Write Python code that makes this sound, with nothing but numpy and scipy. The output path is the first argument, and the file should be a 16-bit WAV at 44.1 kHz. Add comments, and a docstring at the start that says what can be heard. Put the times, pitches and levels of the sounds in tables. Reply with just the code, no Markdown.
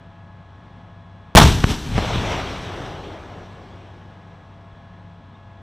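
"""A gun blast on an open range: muzzle shocks with turbulent bursts and a deep whump overload a microphone.
Single slopes return hard echoes, built as delayed, lengthened pressure fronts. Grass and ground scatter
the blast as coloured noise, and wooded hills answer with a long roll that dulls as it fades.
Beneath lie the gun's idling engine, sines on one drifting shaft over a noise rush, and faint bird whistles."""
import sys
import numpy as np
from scipy import signal
from scipy.fft import rfft, irfft, next_fast_len
from scipy.io import wavfile
from scipy.ndimage import uniform_filter1d, map_coordinates

SR = 44100
rng = np.random.default_rng(int(sys.argv[2]) if len(sys.argv) > 2 else 0)


def digitize_waveform(pressure):
    """Quantize a signal to 16-bit integers and store it at the path in sys.argv[1].

    Rows of a 2-D input are taken as channels; values are limited to [-1, 1].
    """
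    field = np.atleast_2d(pressure).T
    bounded = np.clip(field, -1, 1)
    quanta = np.round(bounded * 32767).astype(np.int16)
    wavfile.write(sys.argv[1], SR, quanta)


N = 247833
T = np.arange(N) / SR  # time in s

# All levels stand ahead of the microphone's overload; colours give relative level only.
# Fronts of the blast: start_s, peak_db, push_s, turbulence_db
MUZZLE_FRONTS = [(1.351, 28, 0.00051, -6), (1.357, 10, 0.00063, 12.5), (1.3604, 17, 0.0093, -3),
                 (1.3676, 8, 0.00048, 4), (1.3734, 4, 0.0034, 16), (1.3851, 16.5, .0024, 0.5),
                 (1.4004, 4, .0013, -11), (1.412, -3, 0.0022, -12)]
# Spectrum of the turbulence: frequency_hz, level_db
TURBULENCE_SPECTRUM = [(100, -2.5), (290, 2), (500, -10), (700, 6), (900, 1.5), (1400, -0.5), (2400, -12),
                       (3600, -8), (6000, -19), (15000, -35.5)]
# Oscillation of the muzzle gas: centre_s, half_length_s, pitch_hz, level_db
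GAS_BALL = (1.467, .02, 75, 0)
# Hard echoes, levels ahead of air absorption: start_s, crack_db, thud_db
HARD_ECHOES = [(1.6391, 3, -18), (1.6411, 1, -3), (1.6418, 13, 7.5), (1.98, 4, -8), (1.984, -1, -6),
               (1.989, 1.5, -13), (2.0255, 1, -14), (2.0482, -4, -30), (2.158, -5, -5),
               (2.8051, -12.5, -17)]
# Broad slopes, each returning one swell, levels ahead of each layer's gain: start_s, low_roll_db, scatter_db
BROAD_SLOPES = [(1.706, -20, -23.5), (1.96, -20.5, -37.5), (2.18, -23, -36), (2.32, -32.5, -27.5),
                (2.85, -43, -37.5)]
# Spectrum of the low roll: frequency_hz, level_db
BOOM_SPECTRUM = [(12, -4), (25, -1.5), (45, 3.5), (68, 1), (110, -2), (160, -4), (240, -13), (350, -34.5),
                 (800, -70.5)]
# Spectrum scattered by grass and ground: frequency_hz, level_db
FIELD_SPECTRUM = [(150, -21), (250, 5.5), (359, -7), (392, 0), (516, -12.5), (945, -7), (1120, -11),
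                  (1290, -12), (1700, -11), (1920, -14.5), (3110, -12), (5790, -18.5), (8920, -26.5),
                  (12400, -32.5), (15500, -41)]
# Spectrum scattered by the wooded hills: frequency_hz, level_db
HILL_SPECTRUM = [(150, -14), (250, -7.5), (352, -3), (404, -3), (531, -4.5), (664, -1.5), (1820, -8.5),
                 (3500, -10.5), (4840, -18), (5750, -20), (6710, -26), (7820, -29.5), (9280, -34),
                 (13800, -45.5), (15000, -66.5)]
# Firing orders and gear whine: frequency_hz, rms_level_db
ENGINE_LINES = [(75.4, -66), (96.9, -45.5), (172.3, -54), (592.2, -71), (672.9, -58.5), (845.2, -61.5),
                (888.2, -72.5), (952.8, -75), (985.1, -65), (1082, -62), (1270, -68.5), (1588, -71.5),
                (1685, -62.5), (3370, -72.5), (4043, -80)]
# Spectrum of the fans' rush: frequency_hz, level_db
RUSH_SPECTRUM = [(12, -57.5), (20, -10.5), (92, -2.5), (178, -5), (398, -20.5), (571, -18), (674, -20),
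                 (733, -16.5), (1080, -20), (1510, -25), (1680, -26), (1830, -27), (3460, -34.5),
                 (12400, -67), (15000, -84)]
# Bird whistles: centre_s, length_s, pitch_hz, glide_hz, level_db
BIRD_WHISTLES = [(0.167, 0.17, 3200, -63, -71), (.19, .16, 2640, -62, -66), (4.762, 0.042, 4060, 65, -69),
                 (5.355, 0.06, 3640, 400, -63)]
# Ripples of the microphone's housing: frequency_hz, level_db
HOUSING_RIPPLES = [(2600, 0), (3600, 2), (4800, -1.5), (5800, 3.5), (6900, -1), (8000, 3), (9200, -3.5),
                   (11000, 0.5)]
# Channel imbalance: frequency_hz, left_minus_right_db
CHANNEL_LEAN = [(100, 1.5), (1000, 1.46), (3500, 0.25), (8000, 0)]

SUCTION_S = .008  # divided by the push length it gives the suction's gain: the sharper, the deeper
TURBULENCE_T60_S, TURBULENCE_SPREAD = 0.016, 2.1  # at the first front; seconds more per second of detour
# An echo's crack after one second of detour, and the time constant of every thud
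CRACK_S, CRACK_RISE_S, CRACK_SUCTION, THUD_S = .0005, 0.000204, 1.4, .0016
ECHO_TOP_HZ = 5060  # the air takes the treble above this
SLOPE_RISE, SLOPE_FALL = 0.73, 0.77  # seconds per 60 dB for each second of detour
GRASS_UNTIL_S = 1.8  # slopes that answer sooner are grassy, later ones wooded
NEAR_S, NEAR_RISE_S = 1.4025, .05  # the ground around the gun answers
HILLS_S, HILLS_RISE_S, HILLS_HOLD_S = 1.974, 0.21, 0.26  # the hills answer, from their foot to their crest
TOP_HZ = 15150  # upper band edge of the output


def blast():
    """Shock waves: muzzle fronts and first bounces each trail turbulence; later bursts last longer."""
    waves, bursts = np.zeros(N), np.zeros(N)
    for start, peak_db, push, turbulence_db in MUZZLE_FRONTS:
        waves += amp(peak_db) * front(start, push, SUCTION_S / push, rise=.00003)
        t60 = TURBULENCE_T60_S + TURBULENCE_SPREAD * detour(start)
        bursts += (T > start) * amp(turbulence_db - 60 * np.abs(T - start) / t60)
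    return waves + bursts * scatter(TURBULENCE_SPECTRUM, rate=1200, distinct_db=-3.5)


def whump():
    """Gas oscillation: the ball of muzzle gas collapses and swings back for a few deep cycles."""
    centre, half_length, hz, db = GAS_BALL
    envelope = np.exp(-((T - centre) / half_length) ** 2)
    return amp(db) * envelope * -np.cos(2 * np.pi * hz * (T - centre))


def echoes():
    """Specular reflection: single faces return a crack that lengthens with distance, then a thud of suction."""
    sound = np.zeros(N)
    for start, crack_db, thud_db in HARD_ECHOES:
        stretch = np.sqrt(detour(start))
        crack = front(start, stretch * CRACK_S, CRACK_SUCTION, stretch * CRACK_RISE_S)
        u = np.clip((T - start - 2 * stretch * CRACK_S) / THUD_S, 0, 60)
        thud = -u * (2 - u) * np.exp(-u)  # suction first, then a rebound
        sound += amp(crack_db) * crack + amp(thud_db) * thud
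    return filtered(sound, lambda hz: 1 / (1 + 1j * hz / ECHO_TOP_HZ))


def boom(gain_db=3):
    """Superposition: the suction phases of many reflections merge into an unbroken low roll."""
    roll = coloured(rng.standard_normal(N), BOOM_SPECTRUM)
    local_power = np.abs(uniform_filter1d(roll ** 2, size=2200))
    roll /= np.sqrt(local_power + 1e-6)  # evens out the noise's own swells
    near = swell(NEAR_S, db=-7, rise=NEAR_RISE_S, hold=0, t60=0.69)
    far = swell(HILLS_S, db=-31, rise=1.8, hold=HILLS_HOLD_S, t60=4.27)
    slopes = [slope(start, roll_db) for start, roll_db, _ in BROAD_SLOPES]
    return amp(gain_db) * together([near, far] + slopes) * roll


def field():
    """Diffuse scattering: grass and ground hiss back the shock's treble, a quick fall, then a faint tail."""
    near = swell(NEAR_S, db=-13, rise=NEAR_RISE_S, hold=.03, t60=0.46)
    tail = swell(NEAR_S, db=-26.5, rise=NEAR_RISE_S, hold=0, t60=2.96)
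    grassy = [slope(start, db) for start, _, db in BROAD_SLOPES if start < GRASS_UNTIL_S]
    return together([near, tail] + grassy) * scatter(FIELD_SPECTRUM, rate=2100, distinct_db=-4)


def hills(gain_db=0.54, dulling_db=3.0, pivot_hz=900, midway_s=1.89, limit_hz=4000, patchy_db=1.64, surge_db=0.47):
    """Absorption along the path: echoes through more air and forest tilt darker, then hold that tilt."""
    hz, t, spectrum = signal.stft(scatter(HILL_SPECTRUM, rate=270, distinct_db=-13.5), SR, nperseg=512)
    octaves = np.log2(np.clip(hz, 250, limit_hz) / pivot_hz)[:, None]
    tilt_db = -dulling_db * octaves * np.clip(t - midway_s, -.4, 1.2)  # dulling_db is per octave per second
    patches = uniform_filter1d(rng.standard_normal(spectrum.shape), size=5, axis=0)  # across frequency
    patches = unit(uniform_filter1d(patches, size=10, axis=1))  # across time
    roll = signal.istft(spectrum * amp(tilt_db + patchy_db * patches), nperseg=512)[1][:N]
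    surges_db = surge_db * wobble(45)  # ridge after ridge answers
    forest = swell(HILLS_S, db=-28.0, rise=HILLS_RISE_S, hold=HILLS_HOLD_S, t60=4.58)
    wooded = [slope(start, db) for start, _, db in BROAD_SLOPES if start >= GRASS_UNTIL_S]
    return amp(gain_db + surges_db) * together([forest] + wooded) * roll


def engine(drift=0.00103, flutter_db=1.34, rush_db=-45.5):
    """Rotating machinery: the idling diesel's orders and gear whine share one shaft, over the rush of its fans."""
    turns = T + drift * np.cumsum(wobble(2.6)) / SR  # shaft time, drifting slightly
    lines = np.zeros(N)
    for hz, db in ENGINE_LINES:
        tone = np.sqrt(2) * np.sin(2 * np.pi * (hz * turns + rng.random()))
        lines += amp(db + flutter_db * wobble(4.8)) * tone
    rush = coloured(rng.standard_normal(N), RUSH_SPECTRUM)
    return lines + amp(rush_db + .5 * wobble(4)) * rush


def birds():
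    """Frequency glide: short whistles, blurred in level on their way across the field."""
    song = np.zeros(N)
    for centre, length, hz, glide, db in BIRD_WHISTLES:
        u = np.clip((T - centre) / length, -.5, .5)
        envelope = np.cos(np.pi * u) ** 2
        phase = 2 * np.pi * np.cumsum(hz + glide * u) / SR
        song += amp(db) * envelope * np.sqrt(2) * np.sin(phase)
    return song * wobble(180)


def front(start, push, suction, rise):
    """Blast wave: a jump in pressure that falls through zero into a longer suction."""
    t = np.maximum(T - start, 0)
    u = np.minimum(t / push, 60)
    wave = (1 - u) * np.exp(-u) * (1 - np.exp(-t / rise))
    return np.where(wave < 0, suction * wave, wave)


def scatter(colour, rate, distinct_db):
    """Diffuse reflection: countless tiny returns, with rate stronger ones a second standing out."""
    distinct = rng.standard_normal(N) * (rng.random(N) < rate / SR)
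    return coloured(rng.standard_normal(N) + amp(distinct_db) * unit(distinct), colour)


def slope(start, db):
    """Spread of path lengths: the farther a slope, the more its swell is drawn out."""
    return swell(start, db, SLOPE_RISE * detour(start), 0, SLOPE_FALL * detour(start))


def swell(start, db, rise, hold, t60):
    """Exponential growth and decay: climbs 60 dB in rise seconds up to start, holds, falls 60 dB in t60."""
    climb = np.maximum(start - T, 0) / rise
    decay = np.maximum(T - start - hold, 0) / t60
    return amp(db - 60 * (climb + decay))


def detour(start):
    """Propagation delay: seconds by which an arrival trails the first front."""
    return max(start - MUZZLE_FRONTS[0][0], 0)


def together(gains):
    """Incoherent addition: unrelated reflections add in power."""
    return np.sqrt(np.sum(np.square(gains), axis=0))


def coloured(x, colour):
    """Spectral shaping: x with a spectrum, heard through the housing, at rms 1."""
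    return unit(filtered(x, lambda hz: amp(along(colour, hz) + along(HOUSING_RIPPLES, hz))))


def filtered(x, response):
    """Linear filtering: the spectrum of x times a response of frequency."""
    m = next_fast_len(N + SR // 2)
    hz = np.fft.rfftfreq(m, 1 / SR)
    return irfft(rfft(x, m) * response(hz), m)[..., :N]


def along(points, hz):
    """Logarithmic frequency scale: (Hz, value) points joined on a log axis."""
    f, v = np.transpose(points)
    return np.interp(np.log(hz + 1), np.log(f + 1), v)


def wobble(rate):
    """Slow random modulation: a smooth curve through rate random knots a second."""
    return map_coordinates(rng.standard_normal(int(N * rate / SR) + 4), [T * rate])


def unit(x):
    """Root mean square: x scaled to rms 1."""
    return x / np.sqrt(np.mean(x ** 2) + 1e-20)


def amp(db):
    """Decibel scale: amplitude gain of a level in dB."""
    return 10 ** (np.asarray(db) / 20)


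def scene():
    """Superposition at a distance: everything lies far ahead, so both channels hear the same."""
    gun = blast() + whump()
    answers = echoes() + boom() + field() + hills()
    ahead = gun + answers + engine() + birds()
    return np.array([ahead, ahead])


def record(dry, rail=0.84, coupling_hz=52, give=.02):
    """Overload: the microphone saturates, its coupling capacitor lets held pressure sag, the converter clips."""
    held = dry / (1 + np.abs(dry / rail) ** 8) ** (1 / 8)
    held = held + give * np.clip(dry, -8, 8)  # even at its rail the diaphragm yields a little
    sagged = filtered(held, lambda hz: 1j * hz / (coupling_hz + 1j * hz))
    # the left channel is slightly louder in the bass and mids; the treble is level on both sides
    leaning = filtered(sagged, lambda hz: amp(np.outer([.5, -.5], along(CHANNEL_LEAN, hz))))
    band_limit = signal.ellip(10, .1, 70, TOP_HZ, fs=SR, output="sos")
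    return signal.sosfilt(band_limit, np.clip(leaning, -1, 1))


dry = scene()
out = record(dry)
digitize_waveform(out)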